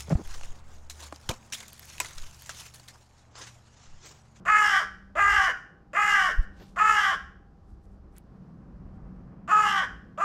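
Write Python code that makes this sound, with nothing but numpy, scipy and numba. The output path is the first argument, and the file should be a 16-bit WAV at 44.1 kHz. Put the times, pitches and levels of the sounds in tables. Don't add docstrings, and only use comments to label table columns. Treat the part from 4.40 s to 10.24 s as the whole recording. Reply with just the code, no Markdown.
import sys
import numpy as np
from scipy import signal
from scipy.fft import rfft, irfft
from scipy.io import wavfile
from scipy.ndimage import uniform_filter1d
from numba import njit

SR = 44100
rng = np.random.default_rng(int(sys.argv[2]) if len(sys.argv) > 2 else 0)


def attenuation_scalar(level_db):
    decades = np.asarray(level_db, float) / 20
    return 10 ** decades


def dump(signal):
    limited = np.clip(np.atleast_2d(signal).T, -1, 1)
    pcm = np.round(limited * 32767).astype(np.int16)
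    wavfile.write(sys.argv[1], SR, pcm)


N = 257544

# start in seconds, length in seconds, level in dB, pulse rate in Hz,
# seconds until the beak is half open.
CAWS = [
    (0.052, .383, -20.5, 426.2, 0.19),
    (0.754, 0.36, -25, 405, 0.14),
    (1.533, 0.39, -22, 409.8, 0.16),
    (2.361, 0.39, -18.5, 430.4, 0.19),
    (5.077, 0.37, -20, 423.4, .19),
    (5.776, 0.31, -25, 403.8, .18),
]


def level(x):
    return x / np.sqrt(np.mean(x ** 2))


def ramp(x):
    return np.clip(x, 0, 1)


def walk(rate):
    hold = int(SR / rate)
    steps = np.repeat(rng.standard_normal(N // hold + 1), hold)
    return 1.286 * uniform_filter1d(uniform_filter1d(steps, hold), hold)[:N]


def coloured(points):
    hz, db = np.transpose(points)
    log_hz = np.log(np.fft.rfftfreq(N, 1 / SR) + 1)
    shape_db = np.interp(log_hz, np.log(hz), db, left=-200, right=-200)
    return level(irfft(rfft(rng.standard_normal(N)) * attenuation_scalar(shape_db), N))


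@njit
def svf(x, hz, width):
    out, band, low = np.empty(len(x)), 0., 0.
    for i in range(len(x)):
        g, k = np.tan(np.pi * hz[i] / SR), width / hz[i]
        v = (band + g * (x[i] - low)) / (1 + g * (g + k))
        band, low = 2 * v - band, low + 2 * g * v
        out[i] = k * v
    return out


def ring(x, hz, width_hz, db=0):
    hz = hz + np.zeros(N)
    return attenuation_scalar(db) * svf(svf(x, hz, 1. * width_hz), hz, 1.6 * width_hz)


def gesture():
    # rasp in dB, widest beak resonance in Hz, seconds until the pitch sags,
    # sag as a share per second, air in the chest in dB.
    posture = [(3.5, 3150, .16, .68, -2.5), (3, 2960, .19, .58, -14.5), (2.5, 2950, .18, .70, -11),
               (0.5, 3110, .14, .52, -0.5), (-0.5, 3160, .15, .54, -2.5), (0, 2800, .16, .55, -9.5)]
    # chest with beak shut in dB, chest with beak wide in dB,
    # upper throat shut in dB, upper throat wide in dB, low throat wide in dB.
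    balance = [(-22, -11, -3, 6.5, -8.5), (-8, -9, -0.5, 7.5, -3), (-16, -9.5, -3, 7, -7),
               (-25.5, -12.5, -9, 5.5, -10), (-20, -11, -13.5, 7, -10.5), (-13.5, -11, -15, -1.5, -5.5)]
    # level shut in dB, level wide in dB.
    opening_rasp_db = (-29.5, -16)

    t = np.arange(N) / SR
    which = np.clip(np.searchsorted(np.transpose(CAWS)[0], t) - 1, 0, None)
    start, length, caw_db, pitch_hz, open_s = np.array(CAWS)[which].T
    rasp_db, wide_hz, sag_s, sag, air_db = np.array(posture)[which].T
    chest_shut, chest_wide, upper_shut, upper_wide, low_wide = np.array(balance)[which].T
    since, left = t - start, start + length - t

    slack_share, catch_share, let_go_share = .67, .84, .55
    tension = slack_share + (catch_share - slack_share) * ramp(since / .018)
    tension = tension + (1 - catch_share) * ramp((since - .031) / .007)
    tension = tension - sag * np.clip(since - sag_s, 0, length - sag_s)
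    hz = pitch_hz * tension * (1 - (1 - let_go_share) * ramp(1 - left / .045))

    def between(shut, wide, lag_s=0):
        opening_s = .08
        return shut + (wide - shut) * (.5 + .5 * np.tanh((since - open_s - lag_s) / opening_s))

    slack = ramp(1 - since / 0.028)
    db = caw_db + between(0, low_wide, .03) - 16.5 * slack - 8 * ramp(1 - left / 0.065)
    chest_db = between(chest_shut, chest_wide) + 14.5 * slack
    upper_db = between(upper_shut, upper_wide) - 3.5 * slack
    beak_hz = between(2487, wide_hz)
    rasp_db = rasp_db + between(*opening_rasp_db, -0.068) + 6.5 * slack
    return hz, db, chest_db, upper_db, beak_hz, rasp_db, air_db, (since > 0) & (left > 0)


@njit
def fire(hz, stretch, size):
    pulses, phase, p, k = np.zeros(len(hz) + 1), np.empty(len(hz)), 0., 0
    for i in range(len(hz)):
        step = hz[i] * stretch[k] / SR
        p += step
        if p >= 1:
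            p, k = p - 1, k + 1
            pulses[i] += size[k] * p / step
            pulses[i + 1] += size[k] * (1 - p / step)
        phase[i] = p
    return pulses[:-1], phase


def syrinx(hz, wide):
    flutter_hz, flutter_bend, wobble = 46, .042, .005
    jitter, shimmer_db, breath_db = .011, 1.7, -16.5
    depth = .33 + .8 * wide
    beat = 2 * np.pi * np.cumsum(flutter_hz * (1 + .25 * walk(25))) / SR
    bend = 1 + flutter_bend * depth * np.sin(beat) + wobble * walk(60)
    chance = rng.standard_normal((N // 50, 2)).T
    pulses, phase = fire(hz * bend, 1 + jitter * chance[0], attenuation_scalar(shimmer_db * chance[1]))
    gate = 1.02 + np.exp(-phase / .4)
    slack_db = np.clip((385 - hz) / 5, 0, 17)
    breath = attenuation_scalar(breath_db + slack_db) * level(gate * rng.standard_normal(N))
    return level(pulses - pulses.mean()) + breath, gate, beat


def air_sac(source, gate, hz, wide, air_db):
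    tone = level(ring(source, 2 * hz, 150) + ring(source, hz, 150, -17))
    air = level(ring(gate * rng.standard_normal(N), 2.05 * hz, 270))
    return tone + attenuation_scalar(air_db) * (1 - wide) * air


def windpipe(source, wide):
    # centre in Hz, width in Hz.
    low_throat = (1229, 194)
    # centre in Hz, width in Hz, level in dB.
    high_throat = [(1710, 630, 4.5), (2052, 630, 3)]
    low = level(ring(source, low_throat[0] - 170 * wide, low_throat[1]))
    upper, sign = 0, 1
    for hz, width_hz, db in high_throat:
        upper = upper + sign * ring(source, hz - 190 * wide, width_hz, db)
        sign = -sign
    return low, level(upper)


def throat_rasp(source, gate, wide):
    # centre in Hz, width in Hz, level in dB.
    shut_mode = (7050, 800, 0)
    # centre in Hz, width in Hz, level in dB.
    wide_mode = (5400, 1200, -1)
    # centre in Hz, width in Hz, level in dB.
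    top_modes = [(4760, 740, -10.5), (6500, 3600, -10), (10440, 3100, -27.5), (12500, 2000, -21.5)]
    shares = [1 - wide, wide] + [1] * len(top_modes)
    rasp = 0
    for share, mode in zip(shares, [shut_mode, wide_mode, *top_modes]):
        turbulence = gate * rng.standard_normal(N) + 0.13 * source
        rasp = rasp + share * ring(turbulence, *mode)
    return level(rasp)


def throat_snap():
    t = np.arange(N) / SR
    puff = sum((t > caw[0]) * np.exp(-np.abs(t - caw[0]) / 0.013) for caw in CAWS)
    return attenuation_scalar(-54) * puff * level(ring(rng.standard_normal(N), 2800, 880))


def crow():
    hz, db, chest_db, upper_db, beak_hz, rasp_db, air_db, sounding = gesture()
    wide = np.clip((beak_hz - 2500) / 500, .1, .9)
    source, gate, beat = syrinx(hz, wide)
    chest = air_sac(source, gate, hz, wide, air_db)
    low, upper = windpipe(source, wide)
    beak_db = -7 - 5 * (1 - wide) + upper_db / 2
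    beak = level(ring(source, beak_hz, 400)) * attenuation_scalar(beak_db)
    rasp = throat_rasp(source, gate, wide)

    shake = []
    for lag in (1.1, 2.6, 4.1):
        grip = np.clip(.6 + .5 * walk(20), 0, 1.4)
        shake.append(attenuation_scalar(-3.0 * (1 + np.cos(beat + lag)) ** 2 * grip + 1.4 * walk(70)))
    voice = shake[0] * low - attenuation_scalar(chest_db) * chest - shake[1] * attenuation_scalar(upper_db) * upper
    voice = voice + shake[2] * beak + np.sqrt(shake[2]) * attenuation_scalar(rasp_db) * rasp
    pocket = svf(voice, 3680 + np.zeros(N), 1700.)
    voice = voice - 0.49 * (1 - .5 * wide) * pocket
    effort = attenuation_scalar(db - 1.44) * uniform_filter1d(1. * sounding, size=90)
    return effort * voice + throat_snap()


@njit
def walls(x, lags, gain, damp):
    line, soft, out = np.zeros((8, 4096)), np.zeros(8), np.zeros(len(x))
    for i in range(len(x)):
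        total = 0.
        for k in range(8):
            soft[k] += (1 - damp) * (gain[k] * line[k, (i - lags[k]) & 4095] - soft[k])
            total += soft[k]
        out[i] = soft[0] - soft[3] + soft[5] - soft[6]
        for k in range(8):
            line[k, i & 4095] = x[i] + soft[k] - total / 4
    return out


def yard(voice):
    # delay in seconds, level in dB.
    echoes = [(.0043, -51), (0.0118, -3.5), (.023, -13)]
    # centre in Hz, width in Hz, level in dB.
    corner = [(1600, 520, 6), (2550, 900, 0), (5000, 3000, -2)]
    t60_s, damp, ring_db = 0.48, 0.12, -19.5
    near = voice + sum(attenuation_scalar(db) * np.pad(voice, (int(s * SR), 0))[:N] for s, db in echoes)
    lags = np.array([787, 1031, 1327, 1613, 1973, 2381, 2797, 3301])
    send = 1.61 * near + sum(ring(near, *band) for band in corner) + 1e-18
    return near + attenuation_scalar(ring_db) * walls(send, lags, attenuation_scalar(-60 * lags / SR / t60_s), damp)


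def small_sounds():
    # time in seconds, length in seconds, level in dB, centre in Hz.
    rustles = [(1.949, 0.026, -68.5, 9900), (2.03, .015, -67.5, 4950), (2.23, 0.049, -64.5, 3120),
               (2.3, 0.051, -76.5, 5000), (3.303, 0.032, -82, 6086), (3.447, 0.019, -82, 6990),
               (3.528, .03, -84, 6030), (3.746, 0.018, -81, 6500), (3.779, 0.018, -75, 8900),
               (4.55, 0.029, -85.5, 4030), (2.215, 0.015, -52.5, 437), (2.216, 0.023, -59, 1360),
               (2.222, 0.022, -67.5, 12200), (3.771, 0.0182, -65.5, 1770)]
    # time in seconds, peak in dB, centre in Hz.
    ticks = [
        (3.4544, -68, 4920),
        (3.7254, -65, 6100),
        (3.7654, -56, 5740),
        (3.7698, -52, 6090),
        (3.7784, -55, 5270),
        (3.7823, -39.5, 12400),
    ]
    t, out = np.arange(N) / SR, 0
    grain = level(rng.standard_normal(N) * attenuation_scalar(1.9 * walk(530)))
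    for s, length, db, hz in rustles:
        swell = np.exp(-.5 * ((t - s) / length) ** 2)
        out = out + attenuation_scalar(db) * swell * level(ring(grain, hz, 1.4 * hz))
    for s, db, hz in ticks:
        decay = (t > s) * np.exp(-np.clip(t - s, 0, None) / 0.00062)
        out = out + attenuation_scalar(db) * decay * level(ring(grain, hz, 0.9 * hz))
    return out


def wind():
    t = np.arange(N) / SR
    gust_s, rise_s, hold_s, fall_s = 1.645, 0.049, 0.34, .13
    gust = ramp((t - gust_s) / rise_s) * ramp(1 + (gust_s + rise_s + hold_s - t) / fall_s)
    buffet = gust ** 2 * attenuation_scalar(-41) * coloured([(12, 23.0), (30, 2), (60, -14.5), (120, -29.0)])
    thump_s, thump_rise_s, thump_fall_s = 1.995, 0.0055, 0.0105
    u = (t - thump_s) / thump_rise_s
    fade = np.where(u < 0, (u / 1.94) ** 2, np.abs(t - thump_s) / thump_fall_s)
    return buffet + attenuation_scalar(-6.5) * np.tanh(u) * np.exp(-fade)


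def traffic():
    # frequency in Hz, level in dB per Hz.
    rumble = [(8.8, -56), (15, -10), (54, 1), (110, -8.5), (140, -40.5), (240, -120)]
    hum = [(65, -43.5), (110, -20), (119, -2.5), (140, -1.5), (188, 1.5), (300, -14.5), (390, -31.5),
           (660, -120)]
    hiss = [(180, -33.5), (300, -5.5), (687, -15.5), (779, -12.5), (841, -19.5), (1110, -17), (1780, -27.5),
            (2200, -34.5), (3000, -40.5), (3900, -60.5), (6600, -120)]
    air = [(1760, -21.5), (3000, -4.5), (4790, -2.5), (5230, -2.5), (5800, -4.5), (9260, -15.5),
           (12300, -19), (15500, -19)]
    floor_db = (-52.5, -59, -63.5, -85)
    follows = (0.13, 1.05, 0.48, .05)
    # time in seconds, level in dB.
    swell = [(0, 8), (.3, -1.5), (1.5, 1), (2.1, 3.5), (2.9, 0.5), (3.78, 0.5), (3.95, 8.5), (4.9, 11.5),
             (5.84, 7)]
    swell_s, swell_db = np.transpose(swell)
    traffic_db = np.interp(np.arange(N) / SR, swell_s, swell_db)
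    flicker_db, flicker_hz = (4.3, 0.53, 1.1, 1.1), (3.7, 3.5, 35, 5.3)
    out = 0
    for db, share, colour, spread_db, rate in zip(floor_db, follows, (rumble, hum, hiss, air),
                                                  flicker_db, flicker_hz):
        out = out + coloured(colour) * attenuation_scalar(db + share * traffic_db + spread_db * walk(rate))
    return out


def motor():
    # pitch in Hz, level in dB, stop in seconds.
    tones = [(800, -75, 3.84), (196, -64, 3.84)]
    t, out = np.arange(N) / SR, 0
    for hz, db, stop in tones:
        strength = np.sqrt(2) * attenuation_scalar(db + 4.6 * walk(1.9))
        phase = 2 * np.pi * np.cumsum(hz * (1 + 0.0004 * walk(15))) / SR
        out = out + strength * np.sin(phase) * (t < stop)
    return out


def scene():
    return (yard(crow()) + small_sounds() + wind() + traffic() + motor())[None, :]


def low_pass(x):
    return signal.sosfilt(signal.butter(12, 15680, fs=SR, output="sos"), x)


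def record(dry):
    mix = np.tanh(dry)
    mix = signal.sosfilt(signal.butter(1, 8, "high", fs=SR, output="sos"), mix)
    mix = signal.sosfilt(signal.butter(3, 14800, fs=SR, output="sos"), mix)
    mix = signal.sosfilt(signal.ellip(8, .2, 70, 15650, fs=SR, output="sos"), mix)
    return low_pass(mix)


dry = scene()
out = record(dry)
dump(out)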